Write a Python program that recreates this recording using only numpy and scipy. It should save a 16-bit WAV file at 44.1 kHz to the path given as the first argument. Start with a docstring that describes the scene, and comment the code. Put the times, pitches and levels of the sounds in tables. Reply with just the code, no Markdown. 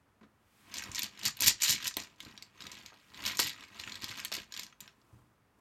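"""Bag of wooden game tiles

A cloth bag of tiles is picked up from a table and jostled in two spells, heard from close by.
Single clacks, each a knock with short rings, stand out of a clatter of many tiny collisions.
The clatter swells and settles with each shake, denser and harder at its height.
Shaped noise makes the rumbling heap, rustling cloth and sliding hiss; noise bursts and booms make the thuds.
A small quiet room answers with a table echo and a short tail, over faint steady air."""
import sys
import numpy as np
from scipy import signal
from scipy.fft import rfft, irfft
from scipy.io import wavfile
from scipy.ndimage import uniform_filter1d

SR = 44100
rng = np.random.default_rng(int(sys.argv[2]) if len(sys.argv) > 2 else 0)


def persist_wave(psi):
    """Save psi, clipped to +-1, as 16-bit WAV."""
    counts = np.round(np.clip(psi, -1, 1) * 32767).astype(np.int16)
    wavfile.write(sys.argv[1], SR, np.atleast_2d(counts).T)


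N = 247180  # length in samples
HZ = np.fft.rfftfreq(N, 1 / SR)
TIME = np.arange(N) / SR
CLACK_TIME = np.arange(2048) / SR
ATTACK = round(.004 * SR)  # samples at the start of a clack that set its level


def gain_of(db):
    """Turns decibels into amplitude."""
    return 10 ** (np.asarray(db) / 20)


def evened(x, size=None):
    """Scales a sound to rms 1, over all of it or over its first samples."""
    return x / np.sqrt(np.mean(x[:size] ** 2) + 1e-20)


def read(points, hz):
    """Reads a curve between its points, on a log-frequency axis."""
    f, value = np.transpose(points)
    return np.interp(np.log(hz + 1), np.log(f), value)


def add(mix, s, sound):
    """Adds a sound into the mix at a time in seconds."""
    part = mix[round(s * SR):][:len(sound)]
    part += sound[:len(part)]


def coloured(x, points):
    """Filters to the given spectrum without smearing backwards in time, so that attacks stay sharp."""
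    log_gain = np.log(gain_of(read(points, abs(np.fft.fftfreq(N, 1 / SR)))))
    response = np.exp(np.conj(signal.hilbert(log_gain)))  # gain with its minimum phase
    return irfft(rfft(x) * response[:len(HZ)], N)


def burst(t, hz, decay, spread):
    """A short shudder of noise in one broad resonance."""
    edges = np.clip([hz / (1 + spread), hz * (1 + spread)], 20, .45 * SR)
    b, a = signal.butter(1, edges, "band", fs=SR)
    return signal.lfilter(b, a, rng.standard_normal(len(t)) * np.exp(-t / decay))


def swells(rows, drop_db, roundness=1.25):
    """Level in dB of movements that build up, peak and settle; overlapping ones add in power."""
    power = np.full(N, 1e-16)
    for s, db, build, settle in rows:
        away = np.maximum((s - TIME) / build, (TIME - s) / settle)
        near = abs(away) < 4
        # down by drop_db one build-up before or one settling after; roundness above 1 rounds the top
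        power[near] += gain_of(db - drop_db * abs(away[near]) ** roundness) ** 2
    return 10 * np.log10(power)


# Spectrum of the air in the room. Each row: frequency in Hz, relative level in dB per Hz.
ROOM_AIR = [(25, -13.5), (60, -3.5), (105, 0), (150, -4.5), (300, -7), (550, -12), (1300, -11.5),
            (2200, -19), (4000, -27.5), (16000, -34.5)]


def room_air(level_db=-70.5):
    """Steady noise, strongest in the bass, is the faint air of the room."""
    return gain_of(level_db) * evened(coloured(rng.standard_normal(N), ROOM_AIR))


# Cloth slides under the hand.
# Each row: time of its height in seconds, hiss level in dB, build-up in seconds, settling in seconds.
SLIDES = [(0.61, -68.5, 0.24, 0.63), (3.07, -72, 0.2, 0.32), (3.72, -77, 0.13, 0.36),
          (5.15, -79.5, .6, 0.28)]
# Spectrum of the hiss of sliding cloth. Each row: frequency in Hz, relative level in dB per Hz.
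HISS = [(500, -9.5), (2500, 4), (7000, -9.5), (15000, -7.5)]


def slides(drop_db=20):
    """The soft, even hiss of cloth sliding under the hand."""
    return gain_of(swells(SLIDES, drop_db)) * evened(coloured(rng.standard_normal(N), HISS))


# Shakes, each a surge of the heap. Each row: time of its height in seconds, clatter in dB, rumble in dB
# (both before trims), build-up in seconds, settling in seconds.
SHAKES = [(0.774, -42, -57, 0.081, 0.16), (0.986, -40, -57.5, 0.072, 0.042),
          (1.041, -39.5, -58.5, 0.033, .051), (1.226, -47.5, -63, 0.13, 0.12),
          (1.264, -28.5, -51, .04, .036), (1.426, -30, -49.5, 0.044, 0.088),
          (1.479, -21, -47.5, 0.025, 0.044), (1.63, -26, -65.5, 0.031, 0.061),
          (1.698, -24, -62, 0.048, 0.078), (1.866, -33, -57.5, 0.081, 0.05), (1.98, -43, -55.5, 0.02, 0.11),
          (2.236, -55, -64.5, 0.077, 0.29), (2.632, -53, -59, 0.088, 0.27), (2.741, -53.5, -82, 0.095, 0.4),
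          (3.219, -46, -54, 0.11, 0.088), (3.262, -32, -49, 0.037, 0.11), (3.396, -27.5, -55, 0.014, 0.052),
          (3.430, -35, -56.5, 0.038, 0.13), (3.611, -49.5, -59.5, 0.055, .1),
          (3.804, -49, -55.5, 0.11, 0.072), (3.905, -48.5, -57, 0.12, 0.18),
          (4.037, -43.5, -56, 0.038, 0.044), (4.089, -40, -55.5, 0.023, 0.099),
          (4.177, -45, -57.5, 0.061, 0.15), (4.342, -37, -53, 0.027, 0.084),
          (4.580, -45, -59.5, 0.071, .11), (4.819, -58.5, -62.5, 0.016, 0.11)]
# The hand pushes the bag about with hardly a tile moving.
# Each row: time of its height in seconds, rumble in dB before trim, build-up in seconds, settling in seconds.
PUSHES = [(0.715, -63.5, 0.11, 0.099), (0.885, -57.5, 0.045, 0.19), (5.150, -70.5, 0.2, 0.16),
          (5.570, -75.5, .02, .08)]


def motion(heap_db=-2, uneven_db=1.5, size=500, clatter_drop_db=20, rumble_drop_db=13):
    """Clatter and rumble levels: each shake drives both, the rumble more broadly; a push only rumbles."""
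    tiles = [(s, db, build, settle) for s, db, _, build, settle in SHAKES]
    heap = [(s, db + heap_db, build, settle) for s, _, db, build, settle in SHAKES]
    # tiles jam and let go in small groups
    slips_db = uneven_db * evened(uniform_filter1d(rng.standard_normal(N), size))
    clatter_db = swells(tiles, clatter_drop_db) + slips_db
    return clatter_db, swells(heap + list(PUSHES), rumble_drop_db)


def rubbing(spectrum, size):
    """Noise that catches and slips in lumps some samples long."""
    lumps = gain_of(3.5 * evened(uniform_filter1d(rng.standard_normal(N), size)))
    return evened(coloured(rng.standard_normal(N) * lumps, spectrum))


# Spectrum of the rumbling heap. Each row: frequency in Hz, relative level in dB per Hz.
BAG = [(25, -23.5), (55, -3.5), (100, -3), (200, 1), (330, -6.5), (600, -13.5), (1100, -10), (2200, -32)]
# Spectrum of the rustling cloth. Each row: frequency in Hz, relative level in dB per Hz.
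CLOTH = [(300, -5), (1100, -1.5), (2500, 9), (6000, -11.5), (16000, -35.5)]


def bag(clatter_db, rumble_db):
    """The shifting heap rumbles, and the cloth rustles around it."""
    rumble = gain_of(rumble_db + 2.5) * rubbing(BAG, size=400)
    rustle_db = 0.61 * rumble_db + 0.33 * clatter_db - 4.0  # the cloth follows both
    return rumble + gain_of(rustle_db) * rubbing(CLOTH, size=150)


# Dull blows of the hand and the heap.
# Each row: start in seconds, level in dB, pitch in Hz, decay time in seconds (to fall to about a third).
THUDS = [(0.2115, -65.5, 1400, 0.0065), (0.213, -55, 217, 0.0095), (0.230, -65, 1400, 0.015),
         (0.231, -58, 214, 0.024), (0.893, -40.5, 112, 0.0035), (1.263, -47, 134, 0.013),
         (1.463, -41.5, 109, 0.016), (1.692, -43.5, 158, 0.026), (1.742, -48.5, 186, 0.014),
         (1.856, -52.5, 130, 0.01), (1.969, -38.5, 450, 0.0056), (2.263, -50.5, 143, 0.013),
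         (2.921, -60, 750, 0.022), (3.392, -33, 1340, 0.0089), (3.394, -38, 270, 0.006),
         (3.449, -46, 142, 0.011), (4.100, -51, 128, 0.012), (4.318, -40, 1064, 0.0023),
         (4.378, -48.5, 306, 0.008), (5.128, -57.5, 120, 0.078)]


def thuds(boom_hz=160):
    """The heap lands in the cloth, or a hand bumps the bag; the lowest blows boom."""
    out, t = np.zeros(N), np.arange(SR // 3) / SR
    for s, db, hz, decay in THUDS:
        blow = burst(t, hz, decay, spread=.7)
        blow = signal.lfilter(*signal.butter(2, 2.4 * hz, fs=SR), blow)  # takes off the treble
        boom = np.sin(2 * np.pi * hz * t) * np.exp(-t / decay)
        thud = evened(blow) + (boom_hz / hz) ** 2 * evened(boom)
        add(out, s, gain_of(db) * evened(thud, round(decay * SR)))
    return out


# The three rings of a tile. Each: pitch in Hz before detuning, time in seconds to fall by 60 dB.
HIGH_RING, LOW_RING, TOP_RING = (8200, 0.057), (7060, 0.048), (12220, 0.014)


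def ring(hz, t60, detune=.014):
    """One mode of two colliding tiles, each tuned a little differently."""
    tiles = hz * (1 + detune * rng.standard_normal((2, 1)))
    first, second = np.sin(2 * np.pi * tiles * CLACK_TIME)
    return evened((first + .5 * second) * gain_of(-60 * CLACK_TIME / t60), ATTACK)


def damped(hz, decay):
    """A few dying modes, struck with random strength and sign; the higher ones die sooner."""
    fading = np.exp(-np.outer((hz / hz[0]) ** 0.24, CLACK_TIME) / decay)
    modes = np.sin(2 * np.pi * np.outer(hz, CLACK_TIME)) * fading
    return rng.standard_normal(len(hz)) @ modes


def clack(knock_db, hz, edge_db, cycles=0.69, crack=0.0012, crack_db=-3, shudder_db=-2, rebound_db=-7,
          high_db=-12, low_db=-8, ring_slope_db=19):
    """A knock and its quick rebound, the shudder of the neighbouring tiles, and the tile's rings."""
    turns = hz * CLACK_TIME
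    # the pile damps the tap within a few cycles
    tap = evened(turns * np.exp(-turns / cycles) * np.sin(2 * np.pi * turns), ATTACK)

    pitches = np.geomspace(np.sqrt(hz * 900), LOW_RING[0], 12) * rng.uniform(.88, 1.1, 12)
    neighbours = damped(pitches, decay=.003)
    neighbours *= 1 - np.exp(-turns / 2)  # the blow takes a moment to spread through the pile
    # a dull knock excites the low ones
    neighbours = signal.lfilter(*signal.butter(1, min(1.7 * hz, SR / 3), fs=SR), neighbours)
    knock = tap + gain_of(shudder_db) * evened(neighbours, ATTACK)
    add(knock, rng.uniform(0.0014, .005), gain_of(rebound_db) * tap)

    rings = 0
    for db, (ring_hz, t60) in [(high_db, HIGH_RING), (low_db, LOW_RING)]:
        # a knock wakes the rings near its own pitch: they weaken with each octave away
        ring_db = db - ring_slope_db * abs(np.log2(hz / ring_hz))
        rings = rings + gain_of(ring_db) * ring(ring_hz, t60)

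    # hard edges crack and ring high
    edge = ring(*TOP_RING)
    edge = edge + gain_of(crack_db) * evened(burst(CLACK_TIME, 8100, crack, spread=0.42), ATTACK)
    return gain_of(knock_db) * (evened(knock, ATTACK) + rings) + gain_of(edge_db) * edge


def clatter(level_db, count=80, trim_db=-2):
    """Countless small collisions: a stronger shake makes them denser, harder and brighter."""
    vigour = np.clip(1 + (level_db + 22) / 45, 0, 1)
    hit = rng.random(N) < (220 + 2400 * vigour ** 8) / SR  # hits per second, as a chance per sample

    # sizes vary less in a strong shake
    spread_db = 5 - 1.8 * vigour ** 4
    size = hit * gain_of(spread_db * np.clip(rng.standard_normal(N), -2, 1.7))
    # neighbours share the energy of the shake
    shared = uniform_filter1d(uniform_filter1d(size ** 2, size=800), size=400)
    size *= gain_of(level_db + trim_db) / np.sqrt(abs(shared) + 1e-4) * rng.choice([-1, 1], N)

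    # each hit picks one of the ready-made clacks, from soft to hard
    hardness = .24 + .56 * vigour ** 2 + .17 * rng.standard_normal(N)
    kind = np.clip(np.round(count * hardness), 0, count - 1)
    out = np.zeros(N)
    for k, hard in enumerate(np.linspace(0, 1, count)):
        hz = min(2200 * (1 + 1.78 * hard) * np.exp(.18 * rng.standard_normal()), LOW_RING[0])
        grain = clack(0, hz, edge_db=-31 + 29.6 * hard)
        grain /= np.linalg.norm(grain)
        for at in np.flatnonzero(hit & (kind == k)):
            add(out, at / SR, size[at] * grain)
    return out


# Hard clacks that stand out of the clatter.
# Each row: start in seconds, knock level in dB, pitch of the knock in Hz, bright edge level in dB.
CLACKS = [(0.741, -39, 4900, -51.5), (0.769, -42, 4950, -56), (0.784, -39.5, 6400, -63),
          (0.823, -40, 2460, -55), (0.917, -45.5, 6440, -63), (0.9484, -37.5, 5500, -51),
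          (0.9573, -36.5, 5630, -56), (0.9829, -33.5, 4200, -58), (0.993, -32, 3730, -38),
          (1.0208, -33.5, 5260, -67), (1.032, -35.5, 4400, -39.5), (1.0425, -38.5, 4300, -50),
          (1.260, -28, 4360, -47.5), (1.370, -50, 3870, -52), (1.4069, -47, 4870, -31.5),
          (1.422, -29.5, 5840, -34), (1.462, -26, 5140, -35), (1.4813, -23.5, 5300, -24.5),
          (1.6207, -29.5, 6450, -43), (1.6394, -39, 5200, -42), (1.8704, -36, 5300, -41),
          (1.878, -34, 5700, -37.5), (1.941, -44, 4870, -72), (1.9688, -32.5, 3570, -35),
          (2.204, -40.5, 3340, -58.5), (2.377, -45, 3780, -71), (2.4244, -44, 4480, -57.5),
          (2.606, -45.5, 3930, -70), (2.622, -44.5, 3950, -77), (2.668, -42.5, 3900, -60),
          (2.7173, -46, 5840, -60), (2.8614, -45, 4300, -61.5), (3.145, -48.5, 3860, -74),
          (3.3715, -40.5, 6400, -47), (3.392, -27.5, 5540, -39), (3.3997, -32.5, 3820, -31.5),
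          (3.471, -38.5, 4050, -42.5), (3.495, -43, 3790, -51), (3.798, -37.5, 3930, -58),
          (3.837, -40, 2700, -84), (3.876, -38.5, 2560, -77), (3.922, -41, 4100, -78),
          (3.9553, -40, 3900, -59), (4.021, -45.5, 4300, -58), (4.0429, -34, 4430, -48),
          (4.195, -40, 2330, -57), (4.249, -36.5, 3380, -39), (4.254, -37, 3270, -62),
          (4.318, -37.5, 4340, -52), (4.325, -33.5, 4250, -52), (4.352, -39, 5100, -47),
          (4.523, -42.5, 4070, -58), (4.54, -41.5, 4600, -62), (4.565, -41, 3670, -61),
          (4.575, -39.5, 4040, -53), (4.595, -39, 4700, -47.5), (4.634, -44.5, 5500, -56),
          (4.666, -50, 4220, -67), (4.726, -56, 2650, -88.5), (4.805, -49, 3680, -49),
          (4.809, -51, 7060, -54), (4.8777, -49.5, 3250, -72.5), (5.016, -69, 4500, -89.5)]


def clacks():
    """The hard single collisions of tile on tile."""
    out = np.zeros(N)
    for s, knock_db, hz, edge_db in CLACKS:
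        add(out, s, clack(knock_db, hz, edge_db))
    return out


# How long the room rings. Each row: frequency in Hz, time in seconds to fall by 60 dB.
ROOM = [(250, 0.22), (2500, 0.18), (7000, 0.2), (13000, 0.083)]


def room(x, wet_db=-10, table_db=-11, table_delay=.0031, onset=0.0026):
    """One echo off the table, then a diffuse tail that dies soonest in the top treble; delays in seconds."""
    taps = rng.standard_normal(SR // 2) * (rng.random(SR // 2) < 4000 / SR)  # about 4000 echoes a second
    hz, t, z = signal.stft(taps, SR, nperseg=256)
    fading = gain_of(-60 * t / read(ROOM, hz)[:, None])
    tail = signal.istft(z * fading, SR, nperseg=256)[1]
    tail *= np.clip(np.arange(len(tail)) / SR / onset - .5, 0, 1)  # a short fade-in
    tail *= gain_of(wet_db) / np.linalg.norm(tail)
    tail[round(table_delay * SR)] += gain_of(table_db)
    return x + signal.fftconvolve(x, tail)[:N]


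# Colour of cloth and microphone. Each row: frequency in Hz, gain in dB.
COLOUR = [(300, -0.5), (750, -2), (1050, 5), (1400, 1), (2100, -0.5), (3000, -1), (5500, 2), (7200, 5),
          (8200, 4.5), (10500, 1.5), (13000, 1.5), (16000, -3)]


def scene():
    """Tiles and bag, coloured by cloth and microphone, in the room and over its faint steady air."""
    clatter_db, rumble_db = motion()
    tiles = clatter(clatter_db) + clacks()
    near = coloured(tiles + thuds() + bag(clatter_db, rumble_db) + slides(), COLOUR)
    return (room(near) + room_air())[None]


def record(dry):
    """The recorder cuts the deepest bass, below 40 Hz, and the top, above 16200 Hz."""
    dry = signal.lfilter(*signal.butter(3, 40, "high", fs=SR), dry)
    top_cut = signal.firwin(511, 16200, window=("kaiser", 9), fs=SR)
    return signal.oaconvolve(dry, top_cut[None], "same")


dry = scene()
out = record(dry)
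persist_wave(out)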